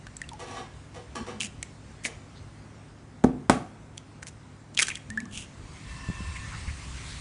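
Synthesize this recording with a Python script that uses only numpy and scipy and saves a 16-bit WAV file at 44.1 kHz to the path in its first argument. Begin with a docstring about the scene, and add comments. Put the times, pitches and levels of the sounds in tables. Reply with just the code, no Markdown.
"""A kitchen table, the microphone close to a ceramic bowl into which eggs are broken.
A piece of shell is set down; an egg is knocked twice, ringing bowl and table. Its shell is prised open
in snaps and crackle, and the contents slip in with the wet pops of air pockets.
Behind it all lie distant scrapes, room rumble and appliance hum; near the end the room noise grows,
with a faint whine and soft bumps on the microphone."""
import sys
import numpy as np
from scipy import signal
from scipy.fft import rfft, irfft, next_fast_len
from scipy.io import wavfile
from scipy.ndimage import uniform_filter1d, map_coordinates

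SR = 44100
rng = np.random.default_rng(int(sys.argv[2]) if len(sys.argv) > 2 else 0)


def pcm_store(signal):
    """Save signal as 16-bit PCM."""
    levels = np.round(np.clip(np.atleast_2d(signal), -1, 1) * 32767)
    wavfile.write(sys.argv[1], SR, levels.astype(np.int16).T)


N = 317719

# egg knocked on the bowl, or a piece of shell set down:
# (time [s], level [dB], contact brightness [Hz], crack [dB])
KNOCKS_AND_TAPS = [(2.053, -36, 1700, -34), (3.2394, -13.5, 830, -22), (3.244, -1.5, 333, -21),
                   (3.497, -5, 1630, -1), (3.502, -20, 450, -41)]
# the bowl standing on the table: (frequency [Hz], level [dB], t60 [s])
BOWL_MODES = [(62.3, -21, 0.18), (145.6, -24, 0.48), (259, 1.5, 0.026), (256.6, -18, 0.17),
              (337.5, -5.5, 0.044), (422, -7.5, 0.039), (598, -9.5, .06), (713, 3.5, 0.02),
              (745, -14, 0.028), (1134, -3, 0.031), (1235, -9, 0.027), (1490, -10, 0.033),
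              (2100, -11, 0.013), (2460, -27, 0.048)]
# shell splitting under a knock: (frequency [Hz], level [dB])
SPLIT_COLOUR = [(200, -4), (760, 17), (1000, 2), (1400, 8), (2500, 1), (4000, -5), (9700, -7.5)]
# shell snaps and sticky ticks: (time [s], level [dB], cavity [Hz], treble [dB], run [s]; 0 = lone tick)
SHELL_SNAPS = [(0.068, -26, 1570, -14, 0), (.167, -26, 7660, -11, 0), (.29, -29, 3410, -3, 0),
               (1.4054, -18, 3050, -2, 0.076), (1.628, -23, 2160, 6, 0), (2.051, -17.5, 2300, -2.5, 0.017),
               (3.9782, -34, 3263, 9, 0.00066), (4.2283, -29, 1640, -0.5, 0.01),
               (4.269, -39, 2137, 10, 0.029), (4.7477, -36.5, 4200, 6.5, 0.0077),
               (4.775, -11.5, 3220, -9, 0.0012), (4.79, -6, 2458, -2.5, 0.024),
               (4.8274, -12.5, 3240, -3, 0.01), (4.87, -31, 6050, 9, 0), (4.8835, -20.5, 1640, 2.5, 0.014),
               (4.902, -19.5, 2570, -12, 0.0063), (4.9543, -23.5, 3240, -1, 0.0062),
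               (5.3751, -27.5, 2622, 2, 0)]
# shell squeezed or rubbed: (time [s], length [s], level [dB], cavity [Hz], splinters [dB])
SHELL_SQUEEZES = [(2.033, 0.058, -42.5, 1940, 10), (2.342, 0.068, -54, 4000, -16),
                  (4.812, 0.026, -25.5, 1540, 9), (4.905, 0.022, -31, 2250, -13),
                  (4.966, 0.014, -40, 2050, -4), (5.299, 0.17, -42, 2900, 2.5),
                  (6.354, 0.027, -35.5, 2280, -10), (6.515, .06, -39, 1410, -27),
                  (6.672, 0.049, -40.5, 2000, -14), (6.998, 0.25, -48, 3820, 1)]
# small fractures and clicks: (frequency [Hz], level [dB])
CLICK_COLOUR = [(300, -10), (1200, -11), (2500, 0.5), (4300, -2), (6500, 4), (9700, 0)]
# air in the egg white: (time [s], level [dB], pitch [Hz], glide [octaves/s], t60 [s], film click [dB])
AIR_POCKETS = [(.2165, -17.5, 1940, -19, 0.016, -21.5), (0.239, -35, 2720, 3.5, 0.025, -55),
               (0.316, -35, 930, 0, 0.067, -47), (.333, -37, 830, 2.5, 0.1, -32),
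               (5.1023, -32.5, 1740, 5, .1, -21.5), (5.1746, -16, 1664, 9.5, 0.051, -29),
               (5.2026, -30.5, 2220, 2, 0.017, -22.5), (5.255, -44, 1100, 13, .071, -33.5)]
# hand or falling egg against the bowl: (time [s], length [s], level [dB], pitch [Hz])
BOWL_NUDGES = [(1.153, 0.13, -40.5, 235), (1.219, 0.44, -46, 218), (5.075, 0.41, -41.5, 217)]
# distant scrapes, and the room's echo of a shell being set down:
# (time [s], length [s], relative level [dB], brightness [Hz])
SCRAPES_AND_ECHO = [(0.39, 0.07, -42.5, 8900), (0.46, 0.16, -46, 9000), (0.545, 0.088, -41.5, 5800),
                    (0.944, 0.044, -44.5, 6870), (1.152, 0.029, -35, 14200), (1.263, 0.072, -41.5, 5030),
                    (2.056, 0.033, -45.5, 13900)]
# hollow furniture farther off: (frequency [Hz], width [Hz], level [dB])
FURNITURE_MODES = [(236, 18, -9), (368.7, 40, -3.5), (475, 35, -1), (743, 32, 0), (1134, 61, -2),
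                   (1645, 42, -7.5), (1935, 31, -6.5), (2135, 40, -12), (3033, 9.7, 0.5), (3652, 20, -15),
                   (5690, 89, -9.5)]
# broadband part of the scrapes and echo: (frequency [Hz], level [dB])
DISTANT_COLOUR = [(100, -26), (250, -12.5), (900, -6.5), (1500, -17.5), (2800, -13.5), (4500, -17),
                  (10000, -18.5)]
# soft bumps on the microphone: (time [s], level [dB], pitch [Hz])
MIC_BUMPS = [(6.088, -17.5, 130), (6.1, -17, 165), (6.206, -23, 174), (6.679, -25, 79)]
# faint background whine: (frequency [Hz], width [Hz], relative level [dB])
WHINE_BANDS = [(1052, 110, 1.5), (1781, 50, 2.5), (2430, 22, -21), (2668, 58, 0)]
# rumble of the quiet room: (frequency [Hz], level [dB])
RUMBLE_COLOUR = [(20, -32), (45, -25), (75, -30), (107, -7), (150, -3.5), (250, -5), (450, -14), (750, -16),
                 (1500, -21), (2500, -33), (4300, -48), (7000, -68), (10000, -57)]
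# appliance hum: (frequency [Hz], rms level [dB])
HUM_TONES = [(104, -53.5), (146, -57.5), (260, -63)]
# the room noise that grows, hiss over a deep rumble: (frequency [Hz], level [dB])
RISING_COLOUR = [(20, -20), (35, -10), (65, 3.5), (170, -10.5), (300, -41), (750, -31.5), (1050, -22),
                 (1450, -25.5), (2100, -21.5), (3200, -27.5), (8800, -31), (10000, -38)]
# its course at the microphone: (time [s], rms level [dB])
RISING_LEVEL = [(2.3, -50.5), (3.2, -54.5), (4.6, -54), (5.55, -48.5), (5.9, -41), (6.3, -39), (7.2, -38.5)]
# decay of the kitchen's reverberation: (frequency [Hz], t60 [s])
REVERB_T60 = [(120, 0.6), (700, 0.35), (2500, 0.46), (10000, 0.31)]
# tone of that reverberation: (frequency [Hz], level [dB])
REVERB_COLOUR = [(100, 1), (700, 3.5), (2000, 0.5), (10000, -2)]


def knocks_and_taps(crack_t60=0.0084, scatter_db=-22, scatter_t60=0.22, late_db=-45, late_t60=0.98):
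    """A knocked egg or a shell set down rings bowl and table; a soft contact favours the low modes."""
    out, t = np.zeros(N), clock(.5)
    bass_cut = signal.butter(2, 70, "high", fs=SR)  # a small body radiates little bass
    # the crack comes back from the walls as a diffuse hiss
    decay = fade(t, crack_t60) + amp(scatter_db) * fade(t, scatter_t60) + amp(late_db) * fade(t, late_t60)
    for s, db, contact_hz, crack_db in KNOCKS_AND_TAPS:
        ring = sum(amp(level) / np.hypot(1, (hz / contact_hz) ** 2) * fade(t, t60) * sine(t, hz)
                   for hz, level, t60 in BOWL_MODES)
        ring = signal.lfilter(*bass_cut, ring * attack(t, 0.00053))
        add(out, s, amp(crack_db) * coloured(noise(t), SPLIT_COLOUR) * decay)
        # the shell gives first, then the weight behind it lands
        add(out, s + 0.00104, in_room(amp(db) * ring, wet_db=-13.5))
    return out


def snap(hz, treble_db, ring_db=1):
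    """One fracture: a short burst of treble and a brief ring of the hollow shell."""
    t = clock(.06)
    cavity = 0.48 * sine(t, hz) + 0.45 * resonant(noise(t), hz, q=4.7)
    ring = amp(ring_db) * cavity * fade(t, t60=0.019)
    crack = amp(treble_db) * coloured(noise(t), CLICK_COLOUR) * fade(t, t60=0.0097)
    return (ring + crack) * attack(t, 0.0002)


def crumble(length, hz, splinter_db, cavity_db=-3):
    """A swarm of tiny fractures, partly ringing in the shell's hollow."""
    t = clock(.25)
    fractures = grains(t, per_s=4200)
    cavity = resonant(resonant(fractures, hz, q=2.5), hz, q=2.6)
    sound = amp(splinter_db) * coloured(fractures, CLICK_COLOUR) + amp(cavity_db) * cavity
    return sound * swell(t, length, skew=0.91)


def shell_snaps(lead_s=.0045, lead_db=-14, crumble_db=-23.5, run_loss_db=18, wet_db=-17):
    """A running crack ticks, snaps, then steps on ever more slowly and weakly while the edge crumbles."""
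    out = np.zeros(N)
    delays = np.cumsum(.0063 * 1.35 ** np.arange(5))  # after-snaps, seconds behind the first snap
    for s, db, hz, treble_db, run in SHELL_SNAPS:
        add(out, s, in_room(amp(db) * snap(hz, treble_db), wet_db))
        if run > 0:
            add(out, s - lead_s, amp(db + lead_db) * snap(hz, treble_db))
            crackle, run_hz = np.zeros(SR), 0.88 * hz
            add(crackle, 0, amp(crumble_db) * crumble(run, run_hz, splinter_db=treble_db + 9.5))
            for delay in delays:
                add(crackle, delay, amp(-run_loss_db * delay / run) * snap(run_hz, treble_db))
            add(out, s, in_room(amp(db) * crackle, wet_db))
    return out


def shell_crunches():
    """Each squeeze of the shell is one swell of crumbling."""
    out = np.zeros(N)
    for s, length, db, hz, splinter_db in SHELL_SQUEEZES:
        add(out, s, in_room(amp(db) * crumble(length, hz, splinter_db), wet_db=-14))
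    return out


def wet_pops(glide_s=.025):
    """A film parts with a click; the air pocket behind it rings and glides as its opening changes."""
    out, t = np.zeros(N), clock(.15)
    for s, db, hz, glide, t60, click_db in AIR_POCKETS:
        pitch = hz * 2 ** (glide * np.minimum(t, glide_s))
        phase = 2 * np.pi * np.cumsum(pitch) / SR
        ring = amp(db) * np.sin(phase) * fade(t, t60) * attack(t, 0.0011)
        click = amp(click_db) * coloured(noise(t), CLICK_COLOUR) * fade(t, t60=0.0077) * attack(t, 0.00049)
        add(out, s, in_room(ring + click, wet_db=-17))
    return out


def bowl_nudges():
    """A soft mass stirs only the bowl's low resonance."""
    out, t = np.zeros(N), clock(0.4)
    for s, length, db, hz in BOWL_NUDGES:
        body = resonant(resonant(noise(t), hz, q=3.6), hz, q=4.6)
        add(out, s, amp(db) * body * swell(t, length, skew=0.57))
    return out


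def scrapes_and_echo(level_db=-4):
    """Distant scrapes on hollow furniture and the echo of a shell set down, mostly heard off the walls."""
    out, t = np.zeros(N), clock(.4)

    def furniture(f):
        modes = sum(amp(db) * resonance(f, hz, width) for hz, width, db in FURNITURE_MODES)
        return modes + amp(along(DISTANT_COLOUR, f))

    for s, length, db, bright_hz in SCRAPES_AND_ECHO:
        burst = grains(t, per_s=2500) * swell(t, length, skew=0.44)
        body = filtered(burst, lambda f: furniture(f) / np.hypot(1, f / bright_hz))
        add(out, s, amp(db) * unit(body) * np.sqrt(length / t[-1]))
    return amp(level_db) * in_room(out, wet_db=1)[:N]


def mic_bumps(cycles=5.9):
    """Dull pushes on the microphone, gone in a few cycles."""
    out, t = np.zeros(N), clock(.2)
    for s, db, hz in MIC_BUMPS:
        add(out, s, -amp(db) * sine(t, hz) * fade(t, cycles / hz))
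    return out


def faint_whine(start_s=5.81, length_s=0.97, level_db=-46.5):
    """A few narrow bands of noise swell and fade in the background."""
    t = np.arange(N) / SR
    bands = sum(amp(db) * resonant(resonant(noise(t), hz, q=hz / width), hz, q=hz / width)
                for hz, width, db in WHINE_BANDS)
    return amp(level_db) * unit(bands) * swell(t - start_s, length_s, skew=0.66)


def room_tone(rumble_db=-52):
    """Rumble and a wavering appliance hum; an uneven hiss with a deep low end grows near the end."""
    t = np.arange(N) / SR
    drift_db, flutter_db = .5 * wobble(4), .6 * wobble(10)
    rumble = amp(rumble_db + drift_db) * coloured(noise(t), RUMBLE_COLOUR)
    hum = sum(amp(db) * np.sqrt(2) * np.sin(2 * np.pi * hz * t + 0.77 * wobble(7)) for hz, db in HUM_TONES)
    rising_db = np.interp(t, *np.transpose(RISING_LEVEL)) + flutter_db
    rising = amp(rising_db) * coloured(patchy(noise(t), depth_db=1.9), RISING_COLOUR)
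    return rumble + hum + rising


def in_room(sound, wet_db):
    """The direct sound and, 5 ms behind it, the kitchen's reverberation, new for each spot."""
    hz, t, spectrum = signal.stft(rng.standard_normal(SR // 2), SR, nperseg=256)
    tail = signal.istft(spectrum * fade(t, along(REVERB_T60, hz)[:, None]), SR, nperseg=256)[1]
    tail = coloured(tail, REVERB_COLOUR) / np.sqrt(len(tail))
    response = np.pad(amp(wet_db) * tail, (SR // 200, 0))
    response[0] = 1  # direct path to the microphone
    return signal.fftconvolve(sound, response)


def amp(db):
    """Decibels to gain."""
    return 10 ** (np.asarray(db) / 20)


def unit(x):
    """Scale to rms 1."""
    return x / np.sqrt(np.mean(x ** 2) + 1e-20)


def along(points, hz):
    """(frequency [Hz], value) points read on a log axis."""
    f, values = np.transpose(points)
    return np.interp(np.log(hz + 1), np.log(f), values)


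def filtered(x, response):
    """x through a frequency response."""
    size = next_fast_len(len(x) + 8192)
    return irfft(rfft(x, size) * response(np.fft.rfftfreq(size, 1 / SR)), size)[:len(x)]


def coloured(x, colour):
    """x shaped by (frequency [Hz], level [dB]) points, at rms 1."""
    return unit(filtered(x, lambda f: amp(along(colour, f))))


def resonance(f, hz, width):
    """Band-pass response of one mode."""
    return 1j * f * width / (hz * hz - f * f + 1j * f * width)


def resonant(x, hz, q):
    """x through one resonance, at rms 1."""
    return unit(filtered(x, lambda f: resonance(f, hz, hz / q)))


def patchy(x, depth_db):
    """x with gains that drift over a few hundred hertz and a few tens of milliseconds."""
    spectrum = signal.stft(x, nperseg=512)[2]
    field = uniform_filter1d(rng.standard_normal(spectrum.shape), size=5, axis=0)
    field = uniform_filter1d(field, size=12, axis=1)
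    return signal.istft(spectrum * amp(depth_db * unit(field)), nperseg=512)[1][:len(x)]


def noise(t):
    """White noise as long as t."""
    return rng.standard_normal(len(t))


def grains(t, per_s):
    """Sparse random impulses."""
    return (rng.random(len(t)) < per_s / SR) * noise(t)


def sine(t, hz):
    """A pure tone."""
    return np.sin(2 * np.pi * hz * t)


def clock(length):
    """Sample times over a length in seconds."""
    return np.arange(int(length * SR)) / SR


def attack(t, rise_s):
    """Onset with time constant rise_s."""
    return 1 - np.exp(-t / rise_s)


def fade(t, t60):
    """Decay by 60 dB in t60 seconds."""
    return np.exp(-np.log(1000) * t / t60)


def swell(t, length, skew):
    """A stroke that rises and dies within its length; a small skew peaks early."""
    return np.abs(np.sin(np.pi * np.clip(t / length, 0, 1) ** skew)) ** 1.5


def wobble(rate):
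    """A smooth random curve, rate knots a second."""
    knots = rng.standard_normal(int(N * rate / SR) + 4)
    return map_coordinates(knots, [np.arange(N) * rate / SR])


def add(track, s, sound):
    """Mix a sound into the track at time s."""
    start = round(s * SR)
    track[start:start + len(sound)] += sound[:N - start]


def scene():
    """Eggs close up and the kitchen behind them, on one microphone."""
    eggs = knocks_and_taps() + shell_snaps() + shell_crunches() + wet_pops()
    return (eggs + scrapes_and_echo() + bowl_nudges() + mic_bumps() + room_tone() + faint_whine())[None]


def record(dry):
    """The recorder clips the highest peaks and keeps nothing above its band limit."""
    top_hz = 10200
    clipped = np.clip(dry[0], -.9, .9)
    return filtered(clipped, lambda f: 1 / np.hypot(1, (f / top_hz) ** 60))[None]


dry = scene()
out = record(dry)
pcm_store(out)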